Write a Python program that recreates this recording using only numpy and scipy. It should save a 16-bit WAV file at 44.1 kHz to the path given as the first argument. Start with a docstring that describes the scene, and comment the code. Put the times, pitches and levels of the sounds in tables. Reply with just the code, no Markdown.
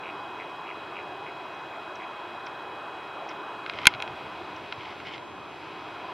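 """A reed bed, a road humming far off. A reed bird gives dry churrs (trains of pips) and a few thin ticks,
two with a sharp snap. The hand-held camera whines faintly. Fingers shift on its plastic case, which
clicks, rubs and once knocks hard enough to overload the microphone. Then the lens zooms out and partly
back, and the microphone follows it: the wider the view, the softer and broader the background."""
import sys
import numpy as np
from scipy import signal
from scipy.fft import rfft, irfft, next_fast_len
from scipy.io import wavfile
from scipy.ndimage import uniform_filter1d, map_coordinates

SR = 44100
rng = np.random.default_rng(int(sys.argv[2]) if len(sys.argv) > 2 else 0)


def store_wav(level_fs):
    """Save 16-bit WAV to argv[1]."""
    pcm = np.round(np.clip(np.atleast_2d(level_fs), -1, 1) * 32767)
    wavfile.write(sys.argv[1], SR, pcm.T.astype(np.int16))


N = 270333
TIME_S = np.arange(N) / SR

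# Bird churrs. Each row: centre in seconds, length in seconds, pitch in Hz, level in dB.
BIRD_CHURRS = [(.069, .085, 2470, -34.5), (.411, .05, 2180, -34), (.692, .075, 2380, -31.8),
               (.979, .07, 2460, -32), (1.277, .04, 2260, -37.5), (1.74, .05, 2300, -39),
               (2.022, .055, 2210, -36)]
# Bird ticks. Each row: time in seconds, peak in dB, pitch in Hz.
BIRD_TICKS = [(1.548, -60, 5900), (1.957, -47.5, 5600), (2.467, -42, 5170), (3.293, -41.5, 5300),
              (4.565, -50, 5400)]
# First touch, then full blow. Each row: start in seconds, level in dB, relative treble edge in dB.
CASE_KNOCKS = [(3.8547, -8.5, -16), (3.8693, 9, -11.5)]
# Light dry clicks: two sharp snaps sounding with the bird's ticks, then finger touches on the case.
# Each row: start in seconds, level in dB, relative treble edge in dB.
DRY_CLICKS = [(2.469, -28, -40), (3.287, -33, -27), (3.662, -23.5, -36), (3.6965, -16.5, -30),
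              (3.787, -22, -38), (3.9378, -23, -41), (4.0012, -22, -29), (4.0227, -18, -9),
              (4.0767, -25.5, -40), (4.724, -17.5, -42), (5.001, -30, -37), (5.1792, -27, -35)]
# Modes of the plastic case. Each row: frequency in Hz, relative level in dB, T60 in seconds.
CASE_MODES = [(828, -20, .036), (995, -14, 0.04), (1364, -2.5, 0.02), (1554, -5, .016), (2138, -3.5, 0.031),
              (2372, 2, 0.014), (2523, 5, 0.012), (2763, -8.5, 0.028), (3223, 3.5, 0.0097),
              (3830, -4, 0.0086), (4022, -0.5, 0.01), (4530, -21.5, 0.0075), (4955, -19, .025)]
# Fingers sliding on the case. Each row: centre in seconds, length in seconds, rms level in dB.
FINGER_RUBS = [(3.307, .039, -46), (3.82, .27, -45), (4.87, .16, -48), (5.075, .049, -41.5),
               (5.14, .062, -42.5)]
# Soft hand bumps. Each row: start in seconds, pitch in Hz, level in dB.
HAND_BUMPS = [(3.944, 120, -30.5), (4.104, 134, -31.5), (4.41, 353, -26), (4.778, 119, -31)]
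# Lens path. Each row: time in seconds, position from 0 (close-up) to 1 (wide).
ZOOM_PATH = [(4.05, 0.12), (5.15, 1), (5.5, 0.85), (6.13, 0.38)]
# Camera whine. Each row: frequency in Hz, level in dB.
WHINE_TONES = [(2519, -51), (3295, -56.5), (3850, -72), (3875, -76), (3900, -63), (3920, -69.5),
               (3925, -73), (5038, -83)]
# Noise spectra. Each row: frequency in Hz, relative density in dB.
CRACK_SPECTRUM = [(30, -10.5), (150, -7), (500, -14), (1000, 5.5), (2500, 9.5), (4000, -19.5), (5500, -7.5),
                  (7500, -31), (15000, -57)]
EDGE_SPECTRUM = [(2000, -27), (4500, 6.5), (7000, -0.5), (8200, -24.5), (10200, 3.5), (12500, -20.5),
                 (16000, -29)]
SKIN_SPECTRUM = [(900, -33), (1700, -1.5), (2150, 11.5), (2550, 0), (3050, 7.5), (4000, -7), (5200, -7.5),
                 (6500, -22.5), (10000, -48.5), (15000, -49.5)]
GRIP_SPECTRUM = [(25, -31), (55, -14.5), (85, 0), (130, -3.5), (195, -1.5), (300, -9.5), (800, -51)]
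MOTOR_SPECTRUM = [(1200, -20), (2200, 3), (3000, -1.5), (4200, -9.5), (5200, -15), (7000, -30),
                  (15000, -43)]
ENGINE_SPECTRUM = [(25, -47.5), (45, -34), (65, -18.5), (97, -13), (140, -8.5), (175, -11.5), (260, -9.5),
                   (305, -0.5), (360, 0.5), (430, -1.5), (520, -13), (700, -17), (1500, -72.5)]
TYRE_SPECTRUM = [(250, -51), (480, -11), (600, -5), (780, -2), (920, -2.5), (1010, 1), (1150, -6),
                 (1380, -5.5), (1600, -9.5), (1850, -17.5), (2600, -34), (6000, -71)]
REED_SPECTRUM = [(800, -41), (1800, -4.5), (2200, -3), (2700, -4), (3150, -4), (3550, -11), (3950, -9.5),
                 (4350, -16.5), (5100, -18), (6100, -26), (8000, -30), (10000, -35), (13000, -37.5),
                 (15700, -40.5)]
# Background width before the zoom's gain. Each row: frequency in Hz, side minus mid in dB.
STEREO_WIDTH = [(60, -19.5), (250, -19.5), (400, -21), (600, -20), (1000, -30.5), (1500, -34.5),
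                (2000, -25.5), (2600, -50), (4000, -25), (5000, -11), (7500, -1), (10000, -16),
                (15000, -20.5)]


def bird(pips_per_s=93, pip_s=.0012, pip_rise=.13, tick_s=.002, tick_fall=.15, tail_t60_s=.05):
    """Churrs are trains of rising pips, ticks are falling whistles; stems scatter both into a tail."""
    song = np.zeros(N)
    t = np.arange(-SR // 50, SR // 50) / SR
    for centre_s, length_s, hz, db in BIRD_CHURRS:
        for k, (late, size, tune) in enumerate(rng.standard_normal((11, 3)), -5):
            offset_s = k / pips_per_s + .0007 * late
            phase = 2 * np.pi * hz * (1 + .03 * tune) * (t + pip_rise * t * t / (2 * pip_s))
            pip = np.exp(-(t / pip_s) ** 2) * np.sin(phase)
            add(song, centre_s + offset_s + t[0], amp(db + 2 * size) * swell(offset_s, length_s) * pip)
    for centre_s, db, hz in BIRD_TICKS:
        phase = 2 * np.pi * hz * (t - tick_fall * t * t / (2 * tick_s))
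        add(song, centre_s + t[0], amp(db) * np.exp(-(t / tick_s) ** 2) * np.sin(phase))
    t = np.arange(SR // 4) / SR
    tail = rng.standard_normal(len(t)) * amp(-60 * t / tail_t60_s)
    return song + amp(-6) * signal.fftconvolve(song, tail / np.linalg.norm(tail))[:N]


def knocks(shove_db=-24, shove_rise_s=.0005):
    """A hard blow rings the case, rebounds, and shoves the camera in one dull push."""
    track = ringing_cracks(rebounds(CASE_KNOCKS), crack_db=-12, crack_t60_s=.015,
                           edge_db=0, edge_t60_s=.007, scatter_db=.5)
    u = np.arange(SR // 20) / SR / shove_rise_s
    for start_s, db, _ in CASE_KNOCKS:
        add(track, start_s, amp(db + shove_db) * u * np.exp(1 - u))
    return track


def rebounds(blows, flight_s=.0034, shrink=.8, loss_db=12.5, dull_db=14):
    """Each blow and two rebounds, each quicker, softer and duller."""
    delays_s = flight_s * np.cumsum([0, 1, shrink])
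    return [(start_s + delay_s, db - loss_db * k, edge_db - dull_db * k)
            for start_s, db, edge_db in blows for k, delay_s in enumerate(delays_s)]


def clicks(highpass_hz=600):
    """Light dry clicks with little bass: two sharp snaps, then finger touches and catches on the case."""
    track = ringing_cracks(DRY_CLICKS + catches(), crack_db=-11, crack_t60_s=.018,
                           edge_db=-7, edge_t60_s=.012, scatter_db=2)
    return filtered(track, lambda hz: (1j * hz / (highpass_hz + 1j * hz)) ** 2)


def catches(rate_per_s=25, over_rub_db=15, edge_db=-26, scatter_db=3):
    """Click rows: a sliding finger catches unevenly, louder in a harder rub."""
    rows = []
    for centre_s, length_s, db in FINGER_RUBS:
        count = int(length_s * rate_per_s)
        for k, (late, size) in enumerate(rng.uniform(-1.1, 1, (count, 2))):
            start_s = centre_s + length_s * ((k + .5 + late / 2) / count - .5)
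            rows.append((start_s, db + over_rub_db + scatter_db * size, edge_db))
    return rows


def ringing_cracks(rows, crack_db, crack_t60_s, edge_db, edge_t60_s, scatter_db, rise_s=.0003):
    """Per row, damped modes ring under a short crack and a bright edge."""
    track, t = np.zeros(N), np.arange(SR // 10) / SR
    onset = 1 - np.exp(-(t / rise_s) ** 2)  # gradual rise keeps the click's body dull
    for start_s, db, treble_db in rows:
        ring = np.zeros(len(t))
        for k, (hz, mode_db, t60_s) in enumerate(CASE_MODES):
            decay = amp(mode_db + scatter_db * rng.standard_normal() - 60 * t / t60_s)
            ring += decay * (-1) ** k * np.sin(2 * np.pi * hz * t)
        crack = amp(crack_db - 60 * t / crack_t60_s) * noise(CRACK_SPECTRUM, len(t))
        edge = amp(edge_db + treble_db - 60 * t / edge_t60_s) * noise(EDGE_SPECTRUM, len(t))
        add(track, start_s, amp(db) * onset * (ring / np.abs(ring).max() + crack + edge))
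    return track


def hand(grain_db=2.5, grip_start_s=3.68, fade_db_per_s=2.5, bump_t60_s=.06, bump_rise_s=.006):
    """Skin sticks and slips on the case; a new grip rumbles as it settles and bumps softly."""
    pressure = sum(amp(db) * swell(TIME_S - centre_s, length_s) for centre_s, length_s, db in FINGER_RUBS)
    track = pressure * unit_rms(amp(grain_db * wobble(350)) * noise(SKIN_SPECTRUM))
    held_s = np.maximum(TIME_S - grip_start_s, 0)
    grip_db = -54.5 - fade_db_per_s * held_s + 2.4 * wobble(7.5)
    track += amp(grip_db) * (1 - np.exp(-held_s / .04)) * noise(GRIP_SPECTRUM)
    t = np.arange(SR // 4) / SR
    for start_s, hz, db in HAND_BUMPS:
        envelope = amp(db - 60 * t / bump_t60_s) * (1 - np.exp(-t / bump_rise_s))
        add(track, start_s, envelope * np.sin(2 * np.pi * hz * t))
    return track


def mic_pair(x, lag_s=4e-6, lean_db=.5):
    """Sound reaches two microphones a hair apart, the left slightly stronger."""
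    sides = np.array([[1], [-1]])
    return amp(sides * lean_db / 2) * filtered(x, lambda hz: np.exp(-1j * np.pi * hz * lag_s * sides))


def zoom_motor(level_db=-48.5):
    """The motor whirrs in proportion to lens speed."""
    travel_per_s = uniform_filter1d(np.abs(np.gradient(zoom(), TIME_S)), size=SR // 4)
    return amp(level_db) * travel_per_s * noise(MOTOR_SPECTRUM)


def camera_whine(waver_rad=.24, wide_db=-4.5):
    """Tones of the mechanism, softer at wide view; the close upper ones beat into a flutter."""
    tones = sum(amp(db) * unit_rms(np.sin(2 * np.pi * hz * TIME_S + waver_rad * wobble(8.3)))
                for hz, db in WHINE_TONES)
    return tones * amp(wide_db * zoom())


def road_and_reeds(engine_db=-47.5, tyre_db=-39, air_db=-50.5, engine_wide_db=-.5, wide_db=-5):
    """Far engines rumble, tyres roar, air hisses in the reeds. All soften as the view widens."""
    engine_gain = amp(engine_db + engine_wide_db * zoom() + .8 * wobble(5.5))
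    engines = engine_gain * outdoor_noise(ENGINE_SPECTRUM, patch_db=.1)
    tyres = amp(tyre_db + .26 * wobble(1.7)) * outdoor_noise(TYRE_SPECTRUM, patch_db=1.16)
    air = amp(air_db) * outdoor_noise(REED_SPECTRUM, patch_db=1.3)
    return engines + amp(wide_db * zoom()) * (tyres + air)


def outdoor_noise(spectrum, patch_db, close_side_db=-5.5, widen_db=17):
    """Stereo noise, rms 1, with drifting patches of gain; broadens with the view."""
    bins = signal.stft(rng.standard_normal((2, N)), nperseg=1024)[2]
    patches = uniform_filter1d(rng.standard_normal(bins.shape[1:]), size=7, axis=0)
    patches = unit_rms(uniform_filter1d(patches, size=10, axis=1))
    mid, side = signal.istft(bins * amp(patch_db * patches), nperseg=1024)[1][:, :N]
    mid = filtered(mid, lambda hz: gain_at(spectrum, hz))
    side = filtered(side, lambda hz: gain_at(spectrum, hz) * gain_at(STEREO_WIDTH, hz))
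    side *= amp(close_side_db + widen_db * zoom())
    return unit_rms(np.array([mid + side, mid - side]))


def zoom():
    """Lens position per sample."""
    return np.interp(TIME_S, *np.transpose(ZOOM_PATH))


def amp(db):
    """dB to gain."""
    return 10 ** (np.asarray(db) / 20)


def unit_rms(x):
    """Scale to rms 1."""
    return x / np.sqrt(np.mean(x ** 2) + 1e-20)


def gain_at(spectrum, hz):
    """Gain from (Hz, dB) rows, on a log frequency axis."""
    knots_hz, knots_db = np.transpose(spectrum)
    return amp(np.interp(np.log(hz + 1), np.log(knots_hz + 1), knots_db))


def wobble(knots_per_s):
    """Smooth random curve."""
    return map_coordinates(rng.standard_normal(int(N * knots_per_s / SR) + 4), [TIME_S * knots_per_s])


def swell(offset_s, length_s):
    """Rounded rise and fall about offset 0."""
    return np.exp(-np.minimum((2 * offset_s / length_s) ** 4, 50))


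def filtered(x, response):
    """Apply response(hz) by FFT."""
    size = x.shape[-1]
    padded = next_fast_len(size + 8192)
    return irfft(rfft(x, padded) * response(np.fft.rfftfreq(padded, 1 / SR)), padded)[..., :size]


def noise(spectrum, size=N):
    """Coloured noise, rms 1."""
    return unit_rms(filtered(rng.standard_normal(size), lambda hz: gain_at(spectrum, hz)))


def add(track, start_s, sound):
    """Mix sound into track from start_s."""
    part = track[max(round(start_s * SR), 0):][:len(sound)]
    part += sound[:len(part)]


def scene():
    """Bird, snaps and camera noises, central in the stereo background."""
    ambience = road_and_reeds() + camera_whine() + bird()
    return ambience + mic_pair(clicks() + zoom_motor() + hand() + knocks())


def record(dry):
    """The microphone clips near full scale and is band-limited."""
    top_hz, taper_hz = 15750, 600
    clipped = np.clip(dry, -.98, .98)
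    return filtered(clipped, lambda hz: np.clip((top_hz - hz) / taper_hz + .5, 0, 1))


dry = scene()
out = record(dry)
store_wav(out)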